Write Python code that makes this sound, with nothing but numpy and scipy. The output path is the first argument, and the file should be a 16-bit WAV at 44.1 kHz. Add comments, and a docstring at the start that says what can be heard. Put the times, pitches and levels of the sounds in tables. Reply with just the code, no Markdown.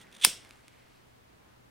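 """Faint scratches under a thumb, then a quickening rasp and a sharp snap: a flint lighter, struck once.
It is held close to a stereo microphone, a little to the right, in a small quiet room.
The wheel rasps over the flint and throws sparks; the thumb snaps down onto the gas lever.
The gas catches with a soft puff and burns with a faint hiss, and the lighter ticks in the hand."""
import sys
import numpy as np
from scipy import signal
from scipy.fft import rfft, irfft
from scipy.io import wavfile

SR = 44100
rng = np.random.default_rng(int(sys.argv[2]) if len(sys.argv) > 2 else 0)


def wav_out(sig):
    """Save sig, one row per channel (or a flat mono array), as 16-bit PCM at SR to the path in sys.argv[1]."""
    wavfile.write(sys.argv[1], SR, np.round(np.clip(np.atleast_2d(sig).T, -1, 1) * 32767).astype(np.int16))


N = 74970
T = np.arange(N) / SR


# the rasp as the wheel bites, slips a little and speeds up: t/s, level/dB
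WHEEL_STROKE = [(0.2112, -70), (0.2122, -45), (0.217, -43), (0.2245, -35), (0.231, -39), (0.237, -32),
                (0.243, -22), (0.248, -19), (0.2495, -70)]
# the wheel creeps under the thumb: t/s, half-width/s, level/dB
WHEEL_CREEPS = [(0.001, .005, -57.5), (0.017, .009, -54), (0.034, .004, -59), (0.127, .005, -57.5),
                (0.149, .009, -54.5), (0.168, .004, -53.5), (0.185, .006, -58), (0.203, .006, -52)]

def wheel():
    """Flint grains excite the wheel: a few scratchy creeps, then one accelerating stroke."""
    turning = (T > WHEEL_STROKE[0][0]) * (T < WHEEL_STROKE[-1][0])
    force = from_db(0.5) * envelope(WHEEL_STROKE) * turning
    creep = sum(from_db(db) * swell(s, half_width) for s, half_width, db in WHEEL_CREEPS)
    rasp = scrape(grains(per_s=16000, spread_db=0.5), bare_db=-14.5)
    scratch = scrape(grains(per_s=3000, spread_db=3.5), bare_db=-9)
    return force * rasp + creep * scratch


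# resonances of the wheel on the flint: f/Hz, width/Hz, level/dB
WHEEL_RESONANCES = [(2144, 500, -10), (3471, 340, 7), (5900, 700, -12.5), (7660, 600, -8), (8330, 600, -5),
                    (10100, 820, -15), (12600, 700, -20)]

def scrape(grit, bare_db):
    """Grit heard bare and through the resonances of the wheel; rms 1."""
    ringing = sum((-1) ** k * from_db(db) * resonate(grit, hz, width)
                  for k, (hz, width, db) in enumerate(WHEEL_RESONANCES))
    bare = from_db(bare_db) * rolloff(grit, "low", hz=10000, order=2)
    return rms_one(rolloff(ringing + bare, "high", hz=1400, order=2))


# the lever snaps down and rattles: t/s, level/dB, share of ringing
LEVER_SNAPS = [(0.24848, 4, 1), (0.2541, -5, .12), (0.2617, -13, .12), (0.2683, -11, .12)]
# modes of the lever, hood and case: f/Hz, level/dB, t60/s
BODY_MODES = [(1209.6, -3, .0035), (1696, -6.5, 0.0055), (2527, -4, .0055), (3446, -8.5, .0065),
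              (5049, 3.5, 0.0056), (6795, -12.5, 0.0049), (9065, 3.5, .007), (11250, -8.5, .003),
              (13110, -0.5, 0.0047), (15200, -4, .003)]
# the steel rings on faintly: f/Hz, level/dB, t60/s
STEEL_MODES = [(3400, -55, 0.56), (3740, -53, .28), (4920, -50, .25), (5380, -49.5, 0.26), (5620, -48, .33),
               (8902, -47, .22)]

def lever():
    """Each contact cracks, rings the body briefly and the steel a little longer."""
    rise_s = 0.00056
    ringing = (ring(BODY_MODES) + ring(STEEL_MODES)) * (1 - np.exp(-T / rise_s))
    crack = from_db(1) * contact()
    return sum(from_db(db + 0.5) * at_time(crack + share * ringing, s) for s, db, share in LEVER_SNAPS)


def contact():
    """A bare contact: a sharp click with a shallow dip in the treble."""
    click = rolloff(signal.unit_impulse(N) + 1e-18, "low", hz=11700, order=4)
    click = rolloff(click, "high", hz=700, order=1)
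    return click - 0.2 * resonate(click, hz=6900, width=1800)


# sparks in the air, at close range: f/Hz, level/dB
SPARK_SPECTRUM = [(1000, -18.5), (3000, -1), (6000, -0.5), (10000, -2), (13000, -1), (16000, -12.5)]

def sparks():
    """A short spray of bright crackle, different on each side of the microphone."""
    peak_s, attack_s, decay_s = 0.2485, 0.00083, 0.004
    burst = np.exp(np.minimum((T - peak_s) / attack_s, (peak_s - T) / decay_s))
    sides = [rms_one(colour(grains(per_s=24000, spread_db=3.5), SPARK_SPECTRUM)) for _ in range(2)]
    return from_db(-13.5) * burst * np.array(sides)


# soft thuds of the thumb and the gas catching: t/s, level/dB, f/Hz, t60/s
AIR_PUFFS = [(0.2480, -33, 199.5, .02), (0.2702, -33, 430, 0.023), (0.2725, -37, 179.8, .045)]

def puffs():
    """Low, quickly damped pushes of air."""
    pushes = sum(at_time(ring([(hz, db, t60)]), s) for s, db, hz, t60 in AIR_PUFFS)
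    return rolloff(pushes, "high", hz=90, order=2)


# the lighter ticks in the hand: t/s, level/dB, dull above f/Hz
HAND_TICKS = [(0.0697, -46, 2500), (0.1162, -44, 8000), (0.1325, -46, 11000), (0.1502, -38, 6000),
              (0.1667, -38, 9000), (0.4492, -37, 11000), (0.4720, -47, 14000), (0.4927, -41, 17000),
              (0.5083, -39, 2500), (0.5091, -33, 4500), (0.5252, -46, 14000), (0.5348, -47, 8000),
              (0.5580, -48, 9000), (0.6819, -33, 10000), (0.7325, -49, 1500)]

def ticks():
    """Light contacts, some duller than others; the fingers damp the body, so the bare click leads."""
    blow = contact() + from_db(-25) * ring(BODY_MODES, t60_scale=0.86) / len(BODY_MODES) ** 0.5
    blow = blow + from_db(2.5) * resonate(blow, hz=2400, width=510)   # the case resonates
    out = np.zeros(N)
    for s, db, hz in HAND_TICKS:
        tick = rolloff(blow, "low", hz, order=1)
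        out += from_db(db) * at_time(tick / np.abs(tick).max(), s)
    return out


# the hiss rises, then settles as the flame steadies: t/s, level/dB
JET_LEVEL = [(0.24, -30), (0.28, -9), (0.45, 5), (0.6, -1), (0.8, -1.5), (0.96, -4), (1.1, -7.5),
             (1.7, -14)]
# the jet, close to the nozzle: f/Hz, level/dB per Hz
JET_SPECTRUM = [(100, -105), (600, -101), (1400, -102), (2200, -99), (4000, -107), (6500, -114),
                (9000, -113), (12000, -122), (16000, -125)]
# the hiss takes on a pitch for a moment: t/s, half-width/s, f/Hz, width/Hz, level/dB
JET_SWELLS = [(0.785, .06, 2100, 350, -71), (0.952, 0.055, 4160, 1500, -72.5),
              (1.51, 0.046, 1290, 900, -72)]

def gas():
    """The jet hisses from the nozzle once the lever is down, with a few narrow swells."""
    white = rng.standard_normal(N)
    jet = colour(white, JET_SPECTRUM) * np.sqrt(SR / 2) * envelope(JET_LEVEL)
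    pitched = sum(from_db(db) * swell(s, half_width) * rms_one(resonate(white[::-1], hz, width))
                  for s, half_width, hz, width, db in JET_SWELLS)
    return jet + pitched


# the flame's crackle: f/Hz, level/dB
CRACKLE_SPECTRUM = [(1000, -36), (5000, -10), (7500, 6), (9200, 7.5), (12000, -24), (16000, -5.5)]
# the flame's waver: f/Hz, level/dB per Hz
WAVER_SPECTRUM = [(30, -104), (65, -85), (150, -100), (500, -103), (1100, -100), (2000, -106), (4000, -118),
                  (16000, -135)]

def flame():
    """The flame crackles finely as it takes hold and later wavers in a draught."""
    crackle = from_db(-73) * rms_one(colour(grains(per_s=700, spread_db=6.4), CRACKLE_SPECTRUM))
    waver = noise(WAVER_SPECTRUM)
    return crackle * swell(s=0.57, half_width=0.083) + waver * swell(s=1.486, half_width=0.12)


# the thumb rubs on the lighter: t/s, level/dB
RUB_LEVEL = [(0, 2), (0.1, -1), (0.2, 0), (0.35, -11), (0.52, -7), (0.65, -16.5), (1.7, -29)]
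# skin on the case, close up: f/Hz, level/dB per Hz
RUB_SPECTRUM = [(60, -105), (180, -88.5), (500, -95.5), (1000, -102), (1800, -93.5), (3000, -103),
                (6000, -112), (10000, -120), (16000, -128)]

def rub():
    """Skin shifts on the case, most of all before the strike."""
    return noise(RUB_SPECTRUM) * envelope(RUB_LEVEL)


# decay of the small room: f/Hz, t60/s
ROOM_DECAY = [(150, 0.7), (1000, 0.4), (2500, 0.37), (5500, 0.3033), (9000, 0.2734), (14000, 0.2)]
# its reflections at the microphone: f/Hz, level/dB
ROOM_SPECTRUM = [(100, -9), (400, -4.5), (800, -9), (1700, -5), (2500, 1.5), (3500, 4), (4250, -2),
                 (5000, 3), (5500, 9), (6200, -1), (7500, 0.5), (8900, 6.5), (9700, -1.5), (11000, -3),
                 (13000, -9), (16000, -9)]

def room(x):
    """The walls return a diffuse tail that dies sooner in the treble."""
    delay_s, side_db = 0.0023, -9.5
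    hz, centres = np.fft.rfftfreq(N, 1 / SR), np.array(ROOM_DECAY)[:, 0]
    white = stereo(rng.standard_normal(N), from_db(side_db) * rng.standard_normal(N))
    spectrum = rfft(white) * from_db(at_hz(ROOM_SPECTRUM, hz))
    tail = 0
    for weights, (_, t60) in zip(np.eye(len(centres)), ROOM_DECAY):
        band = irfft(spectrum * at_hz(np.c_[centres, weights], hz), N)
        decay = from_db(-60 * T / t60)
        tail = tail + band * decay / np.sqrt(np.sum(decay ** 2))
    return signal.fftconvolve(tail * (T > delay_s), x[None], axes=1)[:, :N]


# room tone at the microphone, mid and side: f/Hz, level/dB per Hz
TONE_MID = [(20, -96.5), (60, -87.5), (120, -91.5), (250, -93), (500, -99), (1200, -102), (3000, -108),
            (6000, -114), (10000, -117), (16000, -119)]
TONE_SIDE = [(20, -100), (60, -93), (150, -93), (380, -93), (800, -94), (1500, -100), (3000, -106),
             (6000, -114), (10000, -118), (16000, -120)]

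def room_tone():
    """The quiet room all around, with a trace of mains hum in the centre."""
    hum_hz, hum_db = 121.7, -71
    hum = from_db(hum_db) * np.sqrt(2) * np.sin(2 * np.pi * hum_hz * T)
    return stereo(noise(TONE_MID), noise(TONE_SIDE)) + hum


def from_db(db):
    """Decibels to gain."""
    return 10 ** (np.asarray(db) / 20)


def rms_one(x):
    """Scale to rms 1."""
    return x / np.sqrt(np.mean(x ** 2) + 1e-20)


def envelope(points):
    """Gain over time from a table of t/s, level/dB."""
    return from_db(np.interp(T, *np.transpose(points)))


def swell(s, half_width):
    """A bell curve that peaks at time s."""
    return np.exp(-((T - s) / half_width) ** 2)


def at_hz(points, hz):
    """Read a table on a log-frequency axis."""
    points = np.array(points)
    return np.interp(np.log(np.maximum(hz, 1)), np.log(points[:, 0]), points[:, 1])


def colour(x, points):
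    """Shape a steady signal by a table of f/Hz, level/dB."""
    return irfft(rfft(x) * from_db(at_hz(points, np.fft.rfftfreq(N, 1 / SR))), N)


def noise(points):
    """Steady noise from a table of f/Hz, level/dB per Hz."""
    return colour(rng.standard_normal(N), points) * np.sqrt(SR / 2)


def stereo(mid, side):
    """Left and right from mid and side."""
    return np.array([mid + side, mid - side])


def at_time(x, s):
    """Delay a sound to start at s."""
    return np.concatenate([np.zeros(int(s * SR)), x])[:N]


def ring(modes, t60_scale=1):
    """Struck modes: decaying sines with alternating signs."""
    return sum((-1) ** k * from_db(db - np.minimum(60 * T / (t60 * t60_scale), 300))
               * np.sin(2 * np.pi * hz * T) for k, (hz, db, t60) in enumerate(modes))


def grains(per_s, spread_db):
    """Random clicks of uneven size, rms 1."""
    sizes = from_db(spread_db * np.minimum(rng.exponential(1, N), 4)) * rng.choice([-1, 1], N)
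    return rms_one(sizes * (rng.random(N) < per_s / SR))


def resonate(x, hz, width):
    """A resonance of gain 1, its width in Hz."""
    r = np.exp(-np.pi * width / SR)
    feedback = [1, -2 * r * np.cos(2 * np.pi * hz / SR), r * r]
    return signal.lfilter(np.array([1, 0, -1]) * (1 - r * r) / 2, feedback, x)


def rolloff(x, kind, hz, order):
    """A low-pass or high-pass filter."""
    return signal.sosfilt(signal.butter(order, hz, kind, fs=SR, output="sos"), x)


def scene():
    """The lighter, close and a little to the right; the snaps and the rasp wake the room."""
    rasp = wheel()
    lighter = rasp + lever() + ticks() + puffs() + rub()
    pan = from_db([[-0.94], [0.94]])
    clicks = sum(from_db(db) * share * at_time(signal.unit_impulse(N), s) for s, db, share in LEVER_SNAPS)
    tail = room(clicks + from_db(-20.5) * rasp)
    return lighter * pan + sparks() + tail + gas() + flame() + room_tone()


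def record(dry):
    """At this distance the snap overloads the microphone; the top of the treble is cut."""
    ceiling, stopband_hz = 0.81, 16500
    rounded = dry / (1 + (dry / ceiling) ** 4) ** (1 / 4)
    return signal.sosfilt(signal.cheby2(16, 60, stopband_hz, fs=SR, output="sos"), rounded)


dry = scene()
out = record(dry)
wav_out(out)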